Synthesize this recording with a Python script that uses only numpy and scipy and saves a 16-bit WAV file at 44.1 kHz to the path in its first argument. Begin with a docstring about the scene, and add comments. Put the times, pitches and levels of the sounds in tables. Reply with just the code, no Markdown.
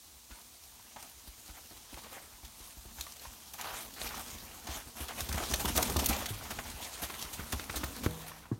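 """Two mountain bikes come down a rocky forest trail, one after the other, over the faint hiss of a stream.
At first tyres crunch softly and stones knock; past 4 s thumps, scuffs and chain slaps crowd into a loud pass near 6 s.
A smaller flurry follows from 7 s, with a hard landing at 8 s and a softer one as the hiss sinks away.
Leaves, grit and ground are coloured grains; tyres are gliding sines; stones and metal are struck modes.
Frames and chains are clusters of clicks, and the trees scatter a short echo of the bikes."""
import sys
import numpy as np
from scipy import signal
from scipy.fft import rfft, irfft, next_fast_len
from scipy.io import wavfile
from scipy.ndimage import uniform_filter1d

SR = 44100
rng = np.random.default_rng(int(sys.argv[2]) if len(sys.argv) > 2 else 0)


def to_wav(s):
    """Save 16-bit WAV."""
    ch = np.atleast_2d(s).T  # columns
    pcm = np.round(np.clip(ch, -1, 1) * 32767)  # PCM
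    wavfile.write(sys.argv[1], SR, pcm.astype(np.int16))


N = 378819
T = np.arange(N) / SR  # s

# a tyre meets a rock or root: start_s, level_db, casing_slap_db (relative to the bounce)
THUMP_HITS = [(0.306, -46.5, 0.5), (1.272, -46.5, 0.5), (1.489, -48, -1), (1.711, -56, 8),
              (1.929, -45.5, 3.5), (2.325, -55, -10), (2.429, -46.5, -2), (2.601, -50.5, 0),
              (2.769, -49, 2), (2.851, -52.5, 7), (2.884, -49, -12), (2.981, -44.5, -19), (3.263, -47, -7),
              (3.721, -49, -3), (4.013, -46, -2), (4.042, -45, 4), (4.345, -49, 7), (4.684, -36, -3),
              (5.002, -35.5, -1.5), (5.212, -34, -16), (5.29, -31, -5), (5.343, -33, 7), (5.511, -29.5, 3),
              (5.647, -29, 3), (5.693, -39.5, 10.5), (5.753, -29, 0), (5.896, -33, 2), (5.96, -29, 8),
              (6.094, -28, 5), (6.737, -39.5, -6), (7.024, -45, 8), (7.244, -48, 5), (7.394, -38, 9),
              (7.529, -31.5, 3.5), (7.694, -42.5, 5), (7.766, -38.5, 1), (7.833, -36.5, 2.5)]
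RING_SCATTER_DB = 2  # how unequally each blow excites the modes of stone and metal


def undb(db):
    """Decibels to gain."""
    return 10 ** (np.asarray(db) / 20)


def unit(x):
    """Scale to rms 1."""
    return x / np.sqrt(np.mean(x ** 2))


def fade(t, t60):
    """Exponential decay, 60 dB down after t60 seconds."""
    return np.exp(-np.log(1000) * t / max(t60, 1 / SR))


def add(track, s, sound):
    """Mix a sound into the track at time s."""
    i = max(int(s * SR), 0)
    track[i:i + len(sound)] += sound[:max(N - i, 0)]


def colour(x, points, size=4096):
    """Causal minimum-phase filter through (Hz, dB) points."""
    hz, db = np.transpose(points)
    grid = np.maximum(np.arange(size // 2 + 1) * SR / size, 1)
    level = np.interp(np.log(grid), np.log(hz), db)
    cepstrum = irfft(np.log(undb(level)))
    # fold the cepstrum forward in time, so that nothing sounds ahead of a blow
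    cepstrum[1:size // 2] *= 2
    cepstrum[size // 2 + 1:] = 0
    impulse = irfft(np.exp(rfft(cepstrum)))
    return signal.fftconvolve(x, impulse)[:len(x)]


def walk(rate):
    """Smooth random wander with an rms of 1, with rate new values a second."""
    k = int(SR / rate)
    steps = np.repeat(rng.standard_normal(N // k + 1), k)
    return unit(uniform_filter1d(steps, k)[:N])


def grains(count, rate, spread_db):
    """Random tiny impacts over count samples, rate a second, of unequal size and either sign."""
    size = undb(spread_db * np.minimum(rng.exponential(size=count), 2 * np.e))
    hit = rng.random(count) < rate / SR
    return unit(hit * size * rng.choice([-1, 1], count) + 1e-12)


def strength(x, size=176):
    """Scale a blow to a peak near 1, judged over its loudest few milliseconds."""
    return .5 * x / np.sqrt(uniform_filter1d(x ** 2, size).max())


def ring(modes, t, scatter_db):
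    """Decaying sine modes (Hz, dB, t60 s); each blow weights them differently."""
    out = 0
    for hz, db, t60 in modes:
        gain = undb(db + scatter_db * rng.standard_normal())
        out = out + gain * fade(t, t60) * np.sin(2 * np.pi * hz * t)
    return out


def bounce(t, hz, t60, stiffening, settle_s, rise_s):
    """A squeezed tyre: stiff and high at first, it sinks to its bounce pitch."""
    phase = 2 * np.pi * hz * (t + stiffening * settle_s * (1 - np.exp(-t / settle_s)))
    swell = (1 - np.exp(-t / rise_s)) ** 2 * fade(t, t60)
    return -np.sin(phase) * swell / swell.max()


def away(start_s=8.18, db_per_s=36.5):
    """Gain of the stream and the steady crush of leaves, which sink in the last moments."""
    return undb(-db_per_s * np.maximum(T - start_s, 0))


def stream(level_db=-58):
    """Distant water: coloured noise that wavers slightly and sinks at the end."""
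    # tone of the water: pitch_hz, level_db (per Hz)
    water_tone = [(25, -30), (59, 8), (170, -15.5), (270, -10.5), (500, -17), (900, -8), (1800, -14.5),
                  (4000, -4.5), (6400, -7), (10000, -7), (15500, -10.5)]
    hiss = unit(colour(rng.standard_normal(N), water_tone))
    return hiss * undb(level_db + 0.38 * walk(5.3)) * away()


def forest(x, t60, wet_db):
    """Trunks and the stone bank scatter many small echoes that build within milliseconds and die away."""
    t = T[:SR]
    build = 1 - np.exp(-t / 0.0045)
    echoes = grains(len(t), rate=2000, spread_db=-14.0) * fade(t, t60) * build
    echoes = echoes / np.sqrt(np.sum(echoes ** 2))
    echoes = colour(echoes, [(80, 1.9), (300, -0.013), (1000, 2.0), (15000, 2.1)])
    return x + undb(wet_db) * signal.fftconvolve(x, echoes)[:N]


def crunch(power, spectrum, texture):
    """Give a run of grains its colour and its power over time."""
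    return unit(colour(texture, spectrum)) * np.sqrt(power)


def snaps(rate, t60, spread_db):
    """Twigs and pebbles give way at random, each in a tiny burst of noise."""
    sizes = np.abs(grains(N, rate, spread_db))
    envelope = signal.fftconvolve(sizes, fade(T[:SR // 10], t60))[:N]
    return unit(envelope * rng.standard_normal(N))


def flicker(x, rate, depth_db, count=22):
    """Let bands a third of an octave apart swell and fade at random, each on its own."""
    size = next_fast_len(N)
    spectrum, out = rfft(x, size), np.zeros(N)
    hz = np.maximum(np.arange(len(spectrum)) * SR / size, 1)
    # bands count down from the top; the last one takes all the bass below it
    place = np.minimum(3 * np.log2(SR / 2 / hz), count - 1)
    for k in range(count):
        band = irfft(spectrum * np.maximum(1 - np.abs(place - k), 0), size)[:N]
        out += band * undb(depth_db * walk(rate))
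    return out


def burst(s, db, length, attack_s, t60):
    """Power over time of a burst that rises, holds and dies away."""
    power, t = np.zeros(N), T[:SR]
    level = undb(db) * np.minimum(t / attack_s, 1) * fade(np.maximum(t - length, 0), t60)
    add(power, s, level ** 2)
    return power


def wheel_work(kick_s=0.0044, kick_t60_s=0.14, kick_grit_db=-11.5, kick_leaves_db=-11):
    """Power in leaves, grit and ground: steady rolling, scuffs, and debris kicked up at every thump."""
    # how loudly the wheels roll: time_s, leaves_db, grit_db, rumble_db
    ride = [(0.0, -65.5, -70, -68), (1.65, -57.5, -65, -66), (2.03, -56, -60, -62), (2.44, -63, -65, -66),
            (3.54, -54.5, -61.5, -62.5), (3.85, -55.5, -65, -57.5), (4.21, -47.5, -55.5, -54),
            (4.47, -53.5, -56.5, -55.5), (5.0, -58.5, -62.5, -57.5), (5.24, -47, -49.5, -48.5),
            (5.5, -44, -54, -45), (5.93, -44, -49, -40.5), (6.1, -40.5, -44.5, -40),
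            (6.27, -50.5, -50.5, -48), (7.01, -50, -52, -58), (8.06, -51.5, -53.5, -46.5),
            (8.33, -52.5, -54, -63), (8.59, -52.5, -66.5, -58)]
    # short scuffs and rustles of a tyre in grit or leaves: start_s, length_s, grit_db, leaves_db
    scuffs = [(0.28, 0.1, -59.5, -59), (0.59, 0.11, -74, -60.5), (0.98, 0.054, -57.5, -57.5),
              (1.535, 0.048, -56, -68), (1.963, 0.023, -54, -54), (2.034, 0.032, -52, -73),
              (2.107, 0.087, -53, -53.5), (2.567, 0.13, -79, -57), (2.962, 0.1, -73, -50.5),
              (3.206, 0.059, -57.5, -51.5), (3.578, 0.039, -48, -47.5), (3.614, 0.14, -47.5, -49),
              (3.748, 0.076, -53, -50.5), (3.96, 0.022, -49, -50), (3.984, 0.086, -48, -45),
              (4.08, 0.14, -50, -63), (4.696, 0.077, -46, -46.5), (4.951, 0.093, -50, -48),
              (5.083, 0.036, -42, -49.5), (5.177, 0.027, -43, -47), (5.362, 0.076, -44, -48.5),
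              (5.677, 0.019, -41, -36), (5.762, 0.096, -45, -41), (6.075, 0.13, -46, -47.5),
              (6.282, 0.027, -53, -41.5), (6.807, 0.043, -52, -44.5), (7.017, 0.024, -45, -40),
              (7.209, 0.025, -55, -45.5), (8.032, 0.023, -44, -44), (8.261, 0.03, -53, -52)]
    scuff_swell, scuff_fade = 0.23, 3.2  # rise time and t60, as multiples of the scuff's length
    times, *levels = np.transpose(ride)
    leaves, grit, rumble = (undb(np.interp(T, times, db)) ** 2 for db in levels)
    # kick levels are relative to the thump
    kicks = sum(burst(s, db, kick_s, kick_s, kick_t60_s) for s, db, *_ in THUMP_HITS)
    leaves = leaves * away() ** 2 + kicks * undb(kick_leaves_db) ** 2
    grit = grit + kicks * undb(kick_grit_db) ** 2
    for s, length, grit_db, leaves_db in scuffs:
        scuff = burst(s, 0, length, scuff_swell * length, scuff_fade * length)
        grit = grit + scuff * undb(grit_db) ** 2
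        leaves = leaves + scuff * undb(leaves_db) ** 2
    return leaves, grit, rumble


def rolling():
    """Tyres crush leaves, grind fine grit, and rumble over the ground: three coloured runs of grains."""
    # tone of each surface: pitch_hz, level_db (per Hz)
    leaf_tone = [(700, -3), (1800, -7), (3200, 3.5), (4400, 3), (6300, -1), (8500, -1), (12000, 1.5),
                 (16000, -7)]
    grit_tone = [(250, -10.5), (480, -5), (720, 2), (1050, 0.5), (1500, -2.5), (2400, -4.5), (3500, -11.5),
                 (7000, -36.5)]
    ground_tone = [(25, -6.5), (45, 6.5), (70, 6), (120, -1.5), (170, -7), (235, 4), (330, -6), (450, -7),
                   (800, -22.5), (2000, -37.5)]
    bumps = walk(45)  # the load on the tyres shakes all three together
    leaves = grains(N, rate=14000, spread_db=3.0) + undb(-5.5) * snaps(rate=87, t60=0.02, spread_db=2.5)
    leaves = flicker(leaves, rate=30, depth_db=2.5)
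    grit = grains(N, rate=4500, spread_db=1.0) + undb(-6.0) * snaps(rate=220, t60=0.0076, spread_db=2.0)
    grit = flicker(grit, rate=40, depth_db=2.5)
    earth = flicker(grains(N, rate=700, spread_db=1.0), rate=20, depth_db=2.5)
    in_leaves, in_grit, in_ground = wheel_work()
    return (crunch(in_leaves, leaf_tone, leaves * undb(1.12 * bumps))
            + crunch(in_grit, grit_tone, grit * undb(1.25 * bumps))
            + crunch(in_ground, ground_tone, earth * undb(1.4 * bumps)))


def tumbles(spread_db=2.5, count=64):
    """Loose stones clack together in quick succession, each with its own pitch and strength."""
    # stones tumble behind a wheel: start_s, length_s, level_db (rms over the length), middle_pitch_hz
    runs = [(3.648, 0.082, -47.5, 1260), (4.092, 0.12, -50.5, 1240), (5.374, 0.062, -40.5, 1200),
            (5.785, .06, -40.5, 723), (5.983, 0.056, -43.5, 754), (6.104, 0.067, -44, 690)]
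    knocks_per_s, pitch_octaves, ring_cycles = 340, 0.485, 21  # pitch spread; t60 in cycles of the pitch
    out, t = np.zeros(N), T[:SR // 12]
    for s, length, db, middle_hz in runs:
        run = np.zeros(N)
        knocks = np.column_stack([rng.random(count), rng.standard_normal((count, 2))])
        for when, pitch, size in knocks[:max(int(knocks_per_s * length), 1)]:
            hz = middle_hz * 2 ** (pitch_octaves * pitch)
            knock = np.sin(2 * np.pi * hz * t) * fade(t, ring_cycles / hz)
            add(run, s + when * length, undb(spread_db * size) * knock)
        out += undb(db) * run * np.sqrt(length * SR / np.sum(run ** 2))
    return out


def stones(grind_db=-14, tone_db=-3, ring_s=0.049, rubbed_db=-1, rise_s=0.0012):
    """A knocked stone rings with a close pair of modes and grinds to rest; small ones sound brighter."""
    # stones knocked under the wheels: start_s, level_db, pitch_hz, grinding_t60_s
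    hits = [(0.31, -48.5, 1480, 0.082), (.795, -52, 950, 0.049), (.961, -39.5, 855, 0.099),
            (1.484, -55, 850, 0.056), (1.708, -49.5, 743, .06), (1.97, -44, 440, 0.075),
            (2.121, -46, 470, 0.1), (2.166, -42.5, 690, 0.051), (2.985, -42, 850, 0.019),
            (3.009, -33.5, 3790, 0.018), (3.066, -40.5, 1050, 0.033), (3.195, -46, 4200, .02),
            (3.25, -40.5, 944, 0.047), (3.541, -43.5, 820, 0.058), (3.595, -39, 980, 0.17),
            (3.768, -40, 1020, 0.031), (4.015, -44, 649, .04), (4.069, -36.5, 2510, 0.036),
            (4.67, -39, 790, .06), (5.538, -31.5, 610, 0.13), (5.595, -34.5, 820, 0.18),
            (5.695, -37, 890, 0.055), (5.778, -23.5, 670, 0.099), (5.895, -31.5, 410, 0.041),
            (5.99, -33, 781, 0.089), (6.107, -29.5, 800, 0.036), (6.128, -29.5, 2440, 0.065),
            (6.223, -37.5, 633, .04), (6.452, -40, 1050, .1), (7.031, -38, 610, 0.054),
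            (7.74, -36.5, 745, 0.035), (8.316, -41.5, 1110, 0.032), (8.454, -44, 910, 0.045)]
    # tone of the scrape of a stone pitched at tone_hz: pitch_hz, level_db (per Hz)
    scrape_tone = [(120, -10.5), (350, -10.5), (800, 6), (1600, 0), (3200, -10), (8000, -28)]
    tone_hz, pair_ratio = 800, 1.12  # other pitches shift the tone; ratio of the two modes
    out, t = np.zeros(N), T[:SR // 4]
    for s, db, hz, t60 in hits:
        decay = fade(t, t60) + undb(grind_db) * fade(t, 2 * t60)
        contact = grains(len(t), rate=6000, spread_db=3.0) * (1 - np.exp(-t / rise_s)) * decay
        modes = ring([(hz, 0, ring_s), (pair_ratio * hz, -3, ring_s)], t, RING_SCATTER_DB)
        rubbed = signal.fftconvolve(contact, modes)[:len(t)]
        tone = strength(strength(modes) + undb(rubbed_db) * strength(rubbed))
        scrape = strength(colour(contact, [(f * hz / tone_hz, level) for f, level in scrape_tone]))
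        add(out, s, undb(db) * (scrape + undb(tone_db) * tone))
    return out


def frame(rise_s=0.0021):
    """A jolt makes fork, frame and loose parts strike in a quick cluster: a dry, dense clack."""
    # fork and frame are jolted: start_s, level_db, pitch_ratio, t60_s
    jolts = [(5.963, -34, 0.56, .04), (6.505, -31.5, 1, 0.073), (6.586, -29, 1.08, .06),
             (7.097, -34, 1.4, 0.063), (7.139, -36, 1.8, 0.068), (7.392, -37, 1.14, .06),
             (7.526, -28.5, 1.5, .04), (7.595, -30.5, 1.8, 0.037), (7.695, -29, 1.5, 0.038),
             (7.767, -34, 0.97, .05), (7.833, -28.5, 0.96, 0.041), (8.06, -26, 0.93, 0.03)]
    # tone of the clack at ratio 1: pitch_hz, level_db (per Hz)
    clack_tone = [(150, -4.5), (450, -4), (900, -0.5), (1500, -2), (2400, -6), (4000, -16.5), (9000, -28)]
    out, t = np.zeros(N), T[:SR // 6]
    for s, db, ratio, t60 in jolts:
        strikes = grains(len(t), rate=5000, spread_db=2.5) * (1 - np.exp(-t / rise_s)) * fade(t, t60)
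        clack = colour(strikes, [(hz * ratio, level) for hz, level in clack_tone])
        add(out, s, undb(db) * strength(clack))
    return out


def chain(rise_share=0.11, metal_db=-12, metal_t60=0.045, detune=.012):
    """Links land in a quick cluster of clicks, and metal parts ring briefly, a little differently each time."""
    # chain and cables slap the frame: start_s, level_db, clatter_t60_s, top_treble_db
    slaps = [(1.942, -40, 0.0096, -18), (2.4444, -42.5, 0.059, -10), (3.0086, -31, 0.011, -2),
             (3.5334, -36, 0.034, -3), (4.014, -30.5, 0.02, -26), (4.668, -37, 0.033, -13),
             (5.08, -35.5, 0.041, -12), (5.205, -26.5, 0.017, -10), (5.287, -32, 0.033, -7),
             (5.3255, -28.5, 0.016, -7), (5.536, -20, 0.024, -13.5), (5.592, -29, 0.092, -1),
             (5.6512, -31.5, 0.034, -22), (5.759, -24, 0.045, -4), (5.7752, -18, 0.014, -2.5),
             (5.826, -19.5, 0.018, -7), (5.8963, -29, 0.02, -7), (5.9653, -24, 0.013, -10),
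             (5.989, -25, 0.035, -12), (6.043, -29.5, 0.012, -4), (6.0582, -17, 0.022, 2),
             (6.084, -23.5, 0.051, -2), (6.2565, -28.5, 0.027, -14), (6.503, -34, 0.044, -9),
             (7.023, -35, 0.11, -20), (7.327, -34.5, 0.078, -8), (7.521, -28, 0.033, -7),
             (7.753, -29, 0.082, -6), (7.8358, -33, 0.036, 2), (8.0595, -37, 0.02, -7)]
    # modes of chain, sprockets and brake discs: pitch_hz, level_db
    metal_modes = [(2217, -1.5), (3720, 2), (4561, 7), (5355, 7.5), (6186, 5.5), (6747, 9.5), (8828, 6),
                   (9479, 8.5), (11854, 12), (12561, 15)]
    # tone of the clicks: pitch_hz, level_db (per Hz)
    click_tone = [(300, -4), (900, -5), (2000, 0), (3800, 6), (6300, 5.5), (9000, 8), (16000, 8.5)]
    out, t = np.zeros(N), T[:SR // 4]
    for s, db, length, bright_db in slaps:
        swell = (1 - np.exp(-t / (rise_share * length))) ** 2
        links = grains(len(t), rate=7400, spread_db=2.0) * swell * fade(t, length)
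        modes = [(hz * (1 + detune * rng.standard_normal()), level, metal_t60) for hz, level in metal_modes]
        metal = signal.fftconvolve(links, ring(modes, t, RING_SCATTER_DB))[:len(t)]
        slap = strength(colour(links, click_tone)) + undb(metal_db) * strength(metal)
        add(out, s, undb(db) * strength(colour(slap, [(3500, 0), (11000, bright_db)])))
    return out


def landings(rattle_db=-17):
    """A wheel drops off a step: a deep bounce, a dull crack and singing spokes."""
    # heavy landings: start_s, level_db, bounce_hz, bounce_t60_s, crack_db, spoke_ring_db
    drops = [(6.305, -34.5, 103.5, 0.2, -4, -42), (8.062, -19, 82.5, 0.032, 1, -20.5),
             (8.515, -27.5, 114, 0.18, 3, -46)]
    # modes of the ringing wheel: pitch_hz, level_db, t60_s
    wheel_modes = [(160.3, -3.5, 0.93), (204, -10, 0.25), (291, -15, 0.3), (330, -13, 0.53),
                   (485, -7.5, 0.64), (625, -16, 0.45)]
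    # tone of the crack: pitch_hz, level_db (per Hz)
    crack_tone = [(60, -37), (200, 8.5), (340, 9.5), (600, -9.5), (1100, -6.5), (1900, -19), (2400, -59),
                  (8000, -52)]
    out, t = np.zeros(N), T[:SR]
    for s, db, hz, t60, crack_db, ring_db in drops:
        body = bounce(t, hz, t60, stiffening=4.7, settle_s=0.0018, rise_s=0.0019)
        # one firm push, and loose parts that settle
        rattle = rng.standard_normal(len(t)) * fade(t, t60 / 2)
        blow = undb(rattle_db) * rattle - (t == 0)
        crack = strength(colour(blow, crack_tone))
        spokes = ring(wheel_modes, t, RING_SCATTER_DB)
        add(out, s, undb(db) * (body + undb(crack_db) * crack + undb(ring_db) * spokes))
    return out


def thumps(air_db=-21, ground_db=-10):
    """Each rock bounces the tyre, shakes the ground, slaps the casing and rings the air inside it."""
    # bounce pitch at 0 dB; a softer hit squeezes the tyre less and sounds lower
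    bounce_hz, bounce_hz_per_db = 88, 0.8
    casing_tone = [(70, 0.0), (170, -1.5), (320, -1.0), (500, -13.5), (1200, -12.5), (4000, -95)]  # Hz, dB
    out, t = np.zeros(N), T[:SR // 3]
    ground = bounce(t, 43, t60=.09, stiffening=2.5, settle_s=.007, rise_s=.012)
    for s, db, slap_db in THUMP_HITS:
        hz = bounce_hz + bounce_hz_per_db * db
        body = bounce(t, hz, t60=0.093, stiffening=3.47, settle_s=0.0039, rise_s=0.014)
        slap = strength(colour(rng.standard_normal(len(t)) * fade(t, 0.097), casing_tone))
        air_hz = 245 * (1 + .1 * rng.standard_normal())
        air = np.sin(2 * np.pi * air_hz * t) * fade(t, .16)
        casing = undb(slap_db) * (slap + undb(air_db) * air)
        add(out, s, undb(db) * (body + undb(ground_db) * ground + casing))
    return out


def scene():
    """Both bikes among the trees, and the stream."""
    bikes = rolling() + tumbles() + stones() + frame() + chain() + landings() + thumps()
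    among_trees = forest(bikes, t60=.35, wet_db=-16)
    return (among_trees + stream())[None]


def record(dry):
    """The microphone ripples the treble and loses the deepest bass; the top is cut."""
    # response of the microphone: pitch_hz, gain_db
    response = [(30, 0.5), (4500, 0.5), (5000, 0.5), (6300, 4.5), (7700, 1.5), (9600, 3), (10300, -1.5),
                (11900, 1.5), (13500, 2)]
    low_cut = signal.butter(2, 30, "high", fs=SR, output="sos")
    top_cut = signal.ellip(10, .2, 70, 15850, fs=SR, output="sos")
    x = signal.sosfilt(low_cut, colour(dry[0], response))
    return signal.sosfilt(top_cut, x)[None]


dry = scene()
out = record(dry)
to_wav(out)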